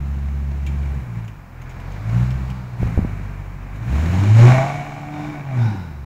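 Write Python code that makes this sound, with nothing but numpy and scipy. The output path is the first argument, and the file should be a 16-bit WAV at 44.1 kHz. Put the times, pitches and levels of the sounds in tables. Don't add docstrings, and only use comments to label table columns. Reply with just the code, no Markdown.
import sys
import numpy as np
from scipy import signal
from scipy.fft import rfft, irfft, next_fast_len
from scipy.io import wavfile
from scipy.ndimage import uniform_filter1d, map_coordinates

SR = 44100
rng = np.random.default_rng(int(sys.argv[2]) if len(sys.argv) > 2 else 0)


def waveform_to_disk(signal):
    frames = np.transpose(np.atleast_2d(signal))
    scaled = np.clip(frames, -1, 1) * 32767
    samples = np.round(scaled).astype(np.int16)
    wavfile.write(sys.argv[1], SR, samples)


N = 266789

CYLINDER_DB = [4, 0.5, 6, -3.5, 10, 1.5, 0.5, 4]


def amp(db):
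    return 10 ** (np.asarray(db) / 20)


def unit(x):
    return x / np.sqrt(np.mean(x ** 2) + 1e-20)


def steady(x):
    return x / np.sqrt(np.abs(uniform_filter1d(x ** 2, SR // 5)) + 1e-12)


def along(points, hz):
    freqs, values = np.transpose(points)
    return np.interp(np.log(hz + 1), np.log(freqs + 1), values)


def curve(points):
    return np.interp(np.arange(N) / SR, *np.transpose(points))


def wobble(rate):
    knots = rng.standard_normal(int(N * rate / SR) + 4)
    return map_coordinates(knots, [np.arange(N) * rate / SR])


def swell(peak_s, rise_s, hold_s, fade_db_per_s):
    t = np.arange(N) / SR - peak_s
    rise = np.sin(np.pi / 2 * np.clip(1 + t / rise_s, 0, 1)) ** 2
    return rise * amp(-fade_db_per_s * np.maximum(t - hold_s, 0))


def filtered(x, response):
    size = next_fast_len(N + SR // 2)
    return irfft(rfft(x, size) * response(np.fft.rfftfreq(size, 1 / SR)), size)[:N]


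def noise(spectrum):
    return unit(filtered(rng.standard_normal(N), lambda hz: amp(along(spectrum, hz))))


def resonate(x, modes):
    return filtered(x, lambda f: sum(
        (-1) ** k * amp(db) * 1j * f * width / (hz * hz - f * f + 1j * f * width)
        for k, (hz, width, db) in enumerate(modes)))


def add(track, start_s, sound):
    part = track[round(start_s * SR):][:len(sound)]
    part += sound[:len(part)]


def street(level_db):
    murmur = [(12, -48), (20, -8), (70, -3), (133, -10.5), (207, -8.5), (362, -20.5), (520, -21),
              (1010, -17.5), (2340, -27.5), (3270, -38), (6930, -42), (9160, -50), (15600, -42)]
    return amp(level_db) * noise(murmur)


def engine(full_swing_hz_per_s):
    revs = [(0, 69.3), (.85, 70.2), (.98, 67.04), (1.14, 56.65), (1.23, 57.2), (1.5, 41.8), (1.77, 42.27),
            (2.21, 61), (2.38, 65.4), (2.8, 59.8), (3.1, 50.18), (3.68, 46.8), (3.82, 54.45), (4.08, 84.35),
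            (4.48, 123.6), (4.58, 130.1), (4.7, 143), (4.98, 145.1), (5.14, 149.3), (5.32, 149.5),
            (5.45, 139.8), (5.63, 116), (5.9, 77.3), (6.05, 66.8)]
    firing_hz = curve(revs)
    hz_per_s = uniform_filter1d(np.gradient(firing_hz) * SR, size=SR // 10)
    return firing_hz, np.clip(hz_per_s / full_swing_hz_per_s, -1, 1)


def gas_flow(firing_hz, idle_hz, idle_rush_db, idle_boom_db):
    # peak_s, rise_s, hold_s, fade_db_per_s, rush_db, boom_db
    surges = [(.70, 0.1, 0.34, 67, -47.5, -49.5), (1.164, 0.096, 0.032, 125, -47.5, -42.5),
              (1.812, 0.46, 0.63, 43, -44.5, -43.5), (2.175, 0.19, 0.063, 122, -39, -34),
              (2.832, 0.089, 0.027, 13, -38.5, -37.5), (3.15, 0.067, .1, 26, -60, -62),
              (3.816, 0.39, 0.067, 57, -46, -43), (3.985, 0.21, .15, 50, -35, -37),
              (4.187, 0.14, 0.11, 53, -34, -35), (4.472, 0.18, 0.01, 43.5, -21.5, -27.5),
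              (5.248, 0.19, 0.13, 47, -34, -28), (5.624, 0.24, 0.024, 39.5, -27, -27)]
    # time_s, distance_m
    path = [(4.4, 3.68), (5.0, 8.12), (6.05, 16.9)]
    speed_gain = amp(10 * np.log2(firing_hz / idle_hz))
    power = np.outer(amp([idle_rush_db, idle_boom_db]), speed_gain) ** 2
    for *timing, rush_db, boom_db in surges:
        power += np.outer(amp([rush_db, boom_db]), swell(*timing)) ** 2
    distance_m = curve(path)
    return 10 * np.log10(power) - 20 * np.log10(distance_m / distance_m[0])


def exhaust_voice(firing_hz, load):
    # firing_hz, boom_db, hiss_db, rasp_db, growl_db, howl_db, burble_db
    balance = [(42.02, -5, -18, -27.5, -33, -40, 1), (51.59, -3.5, -15, -27, -17, -40, 7.5),
               (58.6, -2.5, -13, -18, -25, -39, 7.5), (68.3, 0, -11.5, -10.5, -8, -31, 10),
               (110, 0, -9, -9, -6, -18, 4.5), (122.7, 0, -10.5, -0.5, -6.5, -1.5, 2.5),
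               (133.2, -3.5, -11, 7.5, -11.5, 0, 0.5), (143.5, -10.5, -9.5, 4, -14.5, -1.5, 3.5),
               (155, -14, -13, 2.5, -0.5, -1, 8)]
    overrun = [-2.5, -4, -2.5, 0.5, -17, 2]
    hz, *layers = np.transpose(balance)
    shut = np.maximum(-load, 0)
    return [np.interp(firing_hz, hz, db) + change_db * shut for db, change_db in zip(layers, overrun)]


def puffs(firings, sharpness, scatter_db):
    stroke = np.round(firings).astype(int)
    size_db = np.take(CYLINDER_DB, stroke, mode="wrap") + scatter_db * (2 * rng.random(SR)[stroke] - 1)
    return unit(amp(size_db) * np.exp(sharpness * (np.cos(2 * np.pi * firings) - 1)))


def boom(firings, firing_hz, load, level_db, flutter_db, lope):
    # level_db, full_load_change_db
    harmonics = [(0, 0), (-5.5, -4.5), (-11, -4)]
    # freq_hz, gain_db
    response = [(42, 12.5), (50, 15), (56, 7.5), (61, 8.5), (65, 18), (69, 22.5), (82, 15.5), (97, 17),
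                (108, 23.5), (119, 25.5), (130, 19), (148, 16), (178, 18.5), (207, 14.5), (250, 12),
                (284, 6.5), (297, 23.5), (325, 0), (364, 9.5), (410, -6.5)]
    crank = np.cos(np.pi * firings / 2)
    pull = np.maximum(load, 0) ** 2
    out = np.zeros(N)
    for k, (db, load_db) in enumerate(harmonics, 1):
        harmonic_db = level_db + db + load_db * pull + along(response, k * firing_hz)
        harmonic_db += k * flutter_db * wobble(45)
        out += amp(harmonic_db) * (1 + k * lope * crank) * np.cos(2 * np.pi * k * firings)
    return np.sqrt(2) * out


def burble(firings, level_db, turbulence):
    colour = [(15, -37), (25, -5.5), (60, -19), (115, 3.5), (190, -4), (260, -10), (370, -18.5),
              (500, -21.5), (900, -51)]
    stroke = np.round(firings).astype(int)
    excess = np.take(unit(CYLINDER_DB - np.mean(CYLINDER_DB)), stroke, mode="wrap")
    excess += .5 * rng.standard_normal(SR)[stroke]
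    uneven = excess * puffs(firings, sharpness=2.4, scatter_db=-2.0)
    lumps = unit(filtered(uneven, lambda hz: amp(along(colour, hz))))
    return amp(level_db) * unit(lumps + turbulence * noise(colour))


def tailpipe_jet(firings, rush_db, hiss_db, pulsing):
    rush = [(180, -4), (300, -8), (373, -9.5), (418, -12.5), (741, -7), (992, -9), (1140, -9.5),
            (1230, -12), (1570, -10.5), (2030, -13.5), (2330, -10.5), (3350, -41.5), (3600, -35),
            (4680, -69), (7920, -120)]
    hiss = [(1650, -19), (2800, 1.5), (3400, -6.5), (3870, -3), (4830, -12), (5340, -8), (5780, -9),
            (6910, -7), (8640, -19.5), (15100, -32.5), (15600, -38)]
    surge = unit(4 + pulsing * puffs(firings, sharpness=0.57, scatter_db=7.5))
    return surge * (amp(rush_db) * noise(rush) + amp(hiss_db) * noise(hiss))


def growl_and_howl(firings, growl_db, howl_db, turbulence, flutter_db):
    silencer_modes = [(297, 31, 0), (364, 18, 6)]  # pitch_hz, width_hz, gain_db
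    rough = puffs(firings, sharpness=16, scatter_db=3.0) * (1 + turbulence * rng.standard_normal(N))
    growl = steady(resonate(rough, silencer_modes))
    howl = np.sqrt(2) * np.sin(2 * np.pi * 5 * firings + .7 * wobble(18))
    return amp(growl_db) * growl + amp(howl_db + flutter_db * wobble(30)) * howl


def rasp(firings, level_db, stagger, spit_db):
    pipe_modes = [(651.3, 26, 4.5), (739, 7.3, 3), (797.5, 17.6, 4), (966.6, 250, -11.5),
                  (1132, 50.7, -4.5), (1486.7, 52, -12), (1864, 75, -13), (2238, 158, -1),
                  (2322.6, 267, -4), (3730, 380, -22), (6840, 143.7, -39)]
    arrivals = firings + stagger * np.sin(np.pi * firings / 2)
    fronts = np.diff(puffs(arrivals, sharpness=150, scatter_db=1), prepend=0)
    fronts = unit(filtered(fronts, lambda hz: 1 / (1 + 1j * hz / 600)))
    spit_colour = [(700, -5.5), (2000, 13.5), (7500, -32.0), (11000, -24)]
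    spit = unit(puffs(arrivals, sharpness=1.2, scatter_db=1) * noise(spit_colour))
    return amp(level_db) * steady(resonate(fronts + amp(spit_db) * spit, pipe_modes))


def clack(start_s, ring_db, scrape_db, scrape_t60_s):
    metal_modes = [(2300, 2, 0.11), (2340, 1, 0.14), (2510, -1, 0.097), (2980, -25, 0.11),
                   (3180, -1, 0.098), (4140, -23, .1), (6870, -10, 0.14)]
    out, t = np.zeros(N), np.arange(SR // 2) / SR
    ring = sum(amp(db - 60 * t / t60) * np.sin(2 * np.pi * hz * t + rng.uniform(0, 2 * np.pi))
               for hz, db, t60 in metal_modes)
    colour = [(1500, -23), (2400, 12), (3300, 1), (4800, -9), (7000, -4), (9000, -15), (15000, -19.5)]
    scrape = amp(scrape_db - 60 * t / scrape_t60_s) * noise(colour)[:len(t)]
    attack = 1 - np.exp(-t / .001)
    add(out, start_s, attack * (amp(ring_db) * ring + scrape))
    return out


def grit(gain_db, ring_share, t60_s):
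    snaps = [(1.246, -47, 7000), (1.278, -38.5, 2960), (1.616, -41.5, 6510), (1.694, -41, 6870),
             (1.708, -45, 6200), (1.799, -41, 2700), (1.916, -41, 6450), (2.305, -35, 5300),
             (2.5, -35.5, 3050), (3.758, -41.5, 2919)]
    out, t = np.zeros(N), np.arange(SR // 4) / SR
    crack = noise([(1000, -35), (2400, 4.0), (4500, -13), (7000, -10), (9000, -21), (15000, -21)])
    roughness = noise([(200, -1), (900, -39), (3000, -76.5)])
    attack = 1 - np.exp(-t / 0.0012)
    for start_s, db, hz in snaps:
        span = slice(round(start_s * SR), round(start_s * SR) + len(t))
        ring = roughness[span] * np.sin(2 * np.pi * hz * t)
        envelope = attack * amp(db + gain_db - 60 * t / t60_s)
        add(out, start_s, envelope * (crack[span] + ring_share * ring))
    return out


def tyres(level_db):
    scrub = [(200, -15), (450, 3.5), (900, 8), (1400, 2), (2500, -15), (4600, -11), (7000, -26),
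             (15000, -45)]
    envelope = swell(peak_s=1.966, rise_s=0.46, hold_s=0.61, fade_db_per_s=27)
    return amp(level_db + 1.2 * wobble(14)) * envelope * noise(scrub)


def wind_thumps(gain_db, cutoff_hz):
    eddies = [(2.824, -15.5, 61, 0.15), (2.83, -7.5, 263.2, 0.006), (2.858, -12, 80, 0.029),
              (2.9743, -8.5, 71, 0.072), (2.976, -5.5, 330, 0.0039), (2.99, -8, 195, 0.034),
              (3.027, -11.5, 78, 0.075), (3.048, -12, 212.4, 0.023), (3.198, -24, 181, 0.046)]
    out, t = np.zeros(N), np.arange(SR // 4) / SR
    for start_s, db, hz, t60 in eddies:
        add(out, start_s, amp(db + gain_db - 60 * t / t60) * np.sin(2 * np.pi * hz * t))
    return filtered(out, lambda hz: 1 / (1 + 1j * hz / cutoff_hz - (hz / cutoff_hz) ** 2))


def pops(t60_s):
    late_burns = [(4.551, -8), (4.59, -6), (4.664, -10), (5.163, 8)]  # start_s, level_db (relative to the rasp)
    gain, t = np.ones(N), np.arange(SR // 8) / SR
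    for start_s, db in late_burns:
        add(gain, start_s, amp(db - 60 * t / t60_s))
    return gain


def whistle(half_width_hz, tone_db, hollow_db):
    breaths = [(5.156, 0.086, 0.12, 65, -57), (5.633, 0.08, .04, 55, -49.5)]  # peak_s, rise_s, hold_s, fade_db_per_s, level_db
    glide = [(5.6, 3625), (5.72, 3890), (5.95, 3894)]  # time_s, pitch_hz
    hollow_hiss = [(500, -44), (780, 4), (950, 1), (1200, -18), (1500, 2.5), (1750, -22), (4400, -26.5),
                   (5300, -18.5), (6200, -29), (8000, -60)]
    envelope = sum(amp(db) * swell(*timing) for *timing, db in breaths)
    band = unit(filtered(rng.standard_normal(N), lambda hz: 1 / (1 + (hz / half_width_hz) ** 4)))
    tone = unit(band * np.sin(2 * np.pi * np.cumsum(curve(glide)) / SR))
    return envelope * (amp(tone_db) * tone + amp(hollow_db) * noise(hollow_hiss))


def house_fronts(x, level_db):
    decay = [(150, 0.42), (1500, 0.45), (10000, 0.29)]  # freq_hz, t60_s
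    hz, t, spectra = signal.stft(rng.standard_normal(SR // 2), SR, nperseg=256)
    _, tail = signal.istft(spectra * amp(-60 * t / along(decay, hz)[:, None]), SR, nperseg=256)
    delayed = np.pad(x, (600, 0))
    return amp(level_db) * signal.fftconvolve(delayed, tail / np.linalg.norm(tail))[:N]


def scene():
    firing_hz, load = engine(full_swing_hz_per_s=87)
    firings = np.cumsum(firing_hz * (1 + .003 * wobble(25))) / SR
    flow_db, push_db = gas_flow(firing_hz, idle_hz=68.8, idle_rush_db=-48, idle_boom_db=-45.5)
    boom_db, hiss_db, rasp_db, growl_db, howl_db, burble_db = exhaust_voice(firing_hz, load)
    bright = tailpipe_jet(firings, flow_db + 1, flow_db + hiss_db, pulsing=0.77)
    bright += rasp(firings, flow_db + rasp_db, stagger=0.024, spit_db=-6) * pops(t60_s=0.03)
    bright += grit(gain_db=-4.5, ring_share=0.84, t60_s=0.066)
    bright += clack(start_s=.664, ring_db=-41.5, scrape_db=-34.5, scrape_t60_s=0.071)
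    bright += tyres(level_db=-46)
    bright += whistle(half_width_hz=140, tone_db=-3.5, hollow_db=12.5)
    low = boom(firings, firing_hz, load, push_db + boom_db, flutter_db=1.13, lope=0.0082)
    low += burble(firings, flow_db + burble_db, turbulence=3.9)
    low += growl_and_howl(firings, flow_db + growl_db, flow_db + howl_db, turbulence=9.4, flutter_db=4)
    ambience = street(level_db=-44.5) + house_fronts(bright, level_db=-11.5)
    return (low + bright + ambience + wind_thumps(gain_db=4, cutoff_hz=850))[None]


def record(dry):
    ceiling, top_hz = .71, 15720
    clipped = dry[0] / (1 + np.abs(dry[0] / ceiling) ** 12) ** (1 / 12)
    fades = signal.windows.tukey(N, .002)
    return filtered(clipped * fades, lambda hz: hz < top_hz)[None]


dry = scene()
out = record(dry)
waveform_to_disk(out)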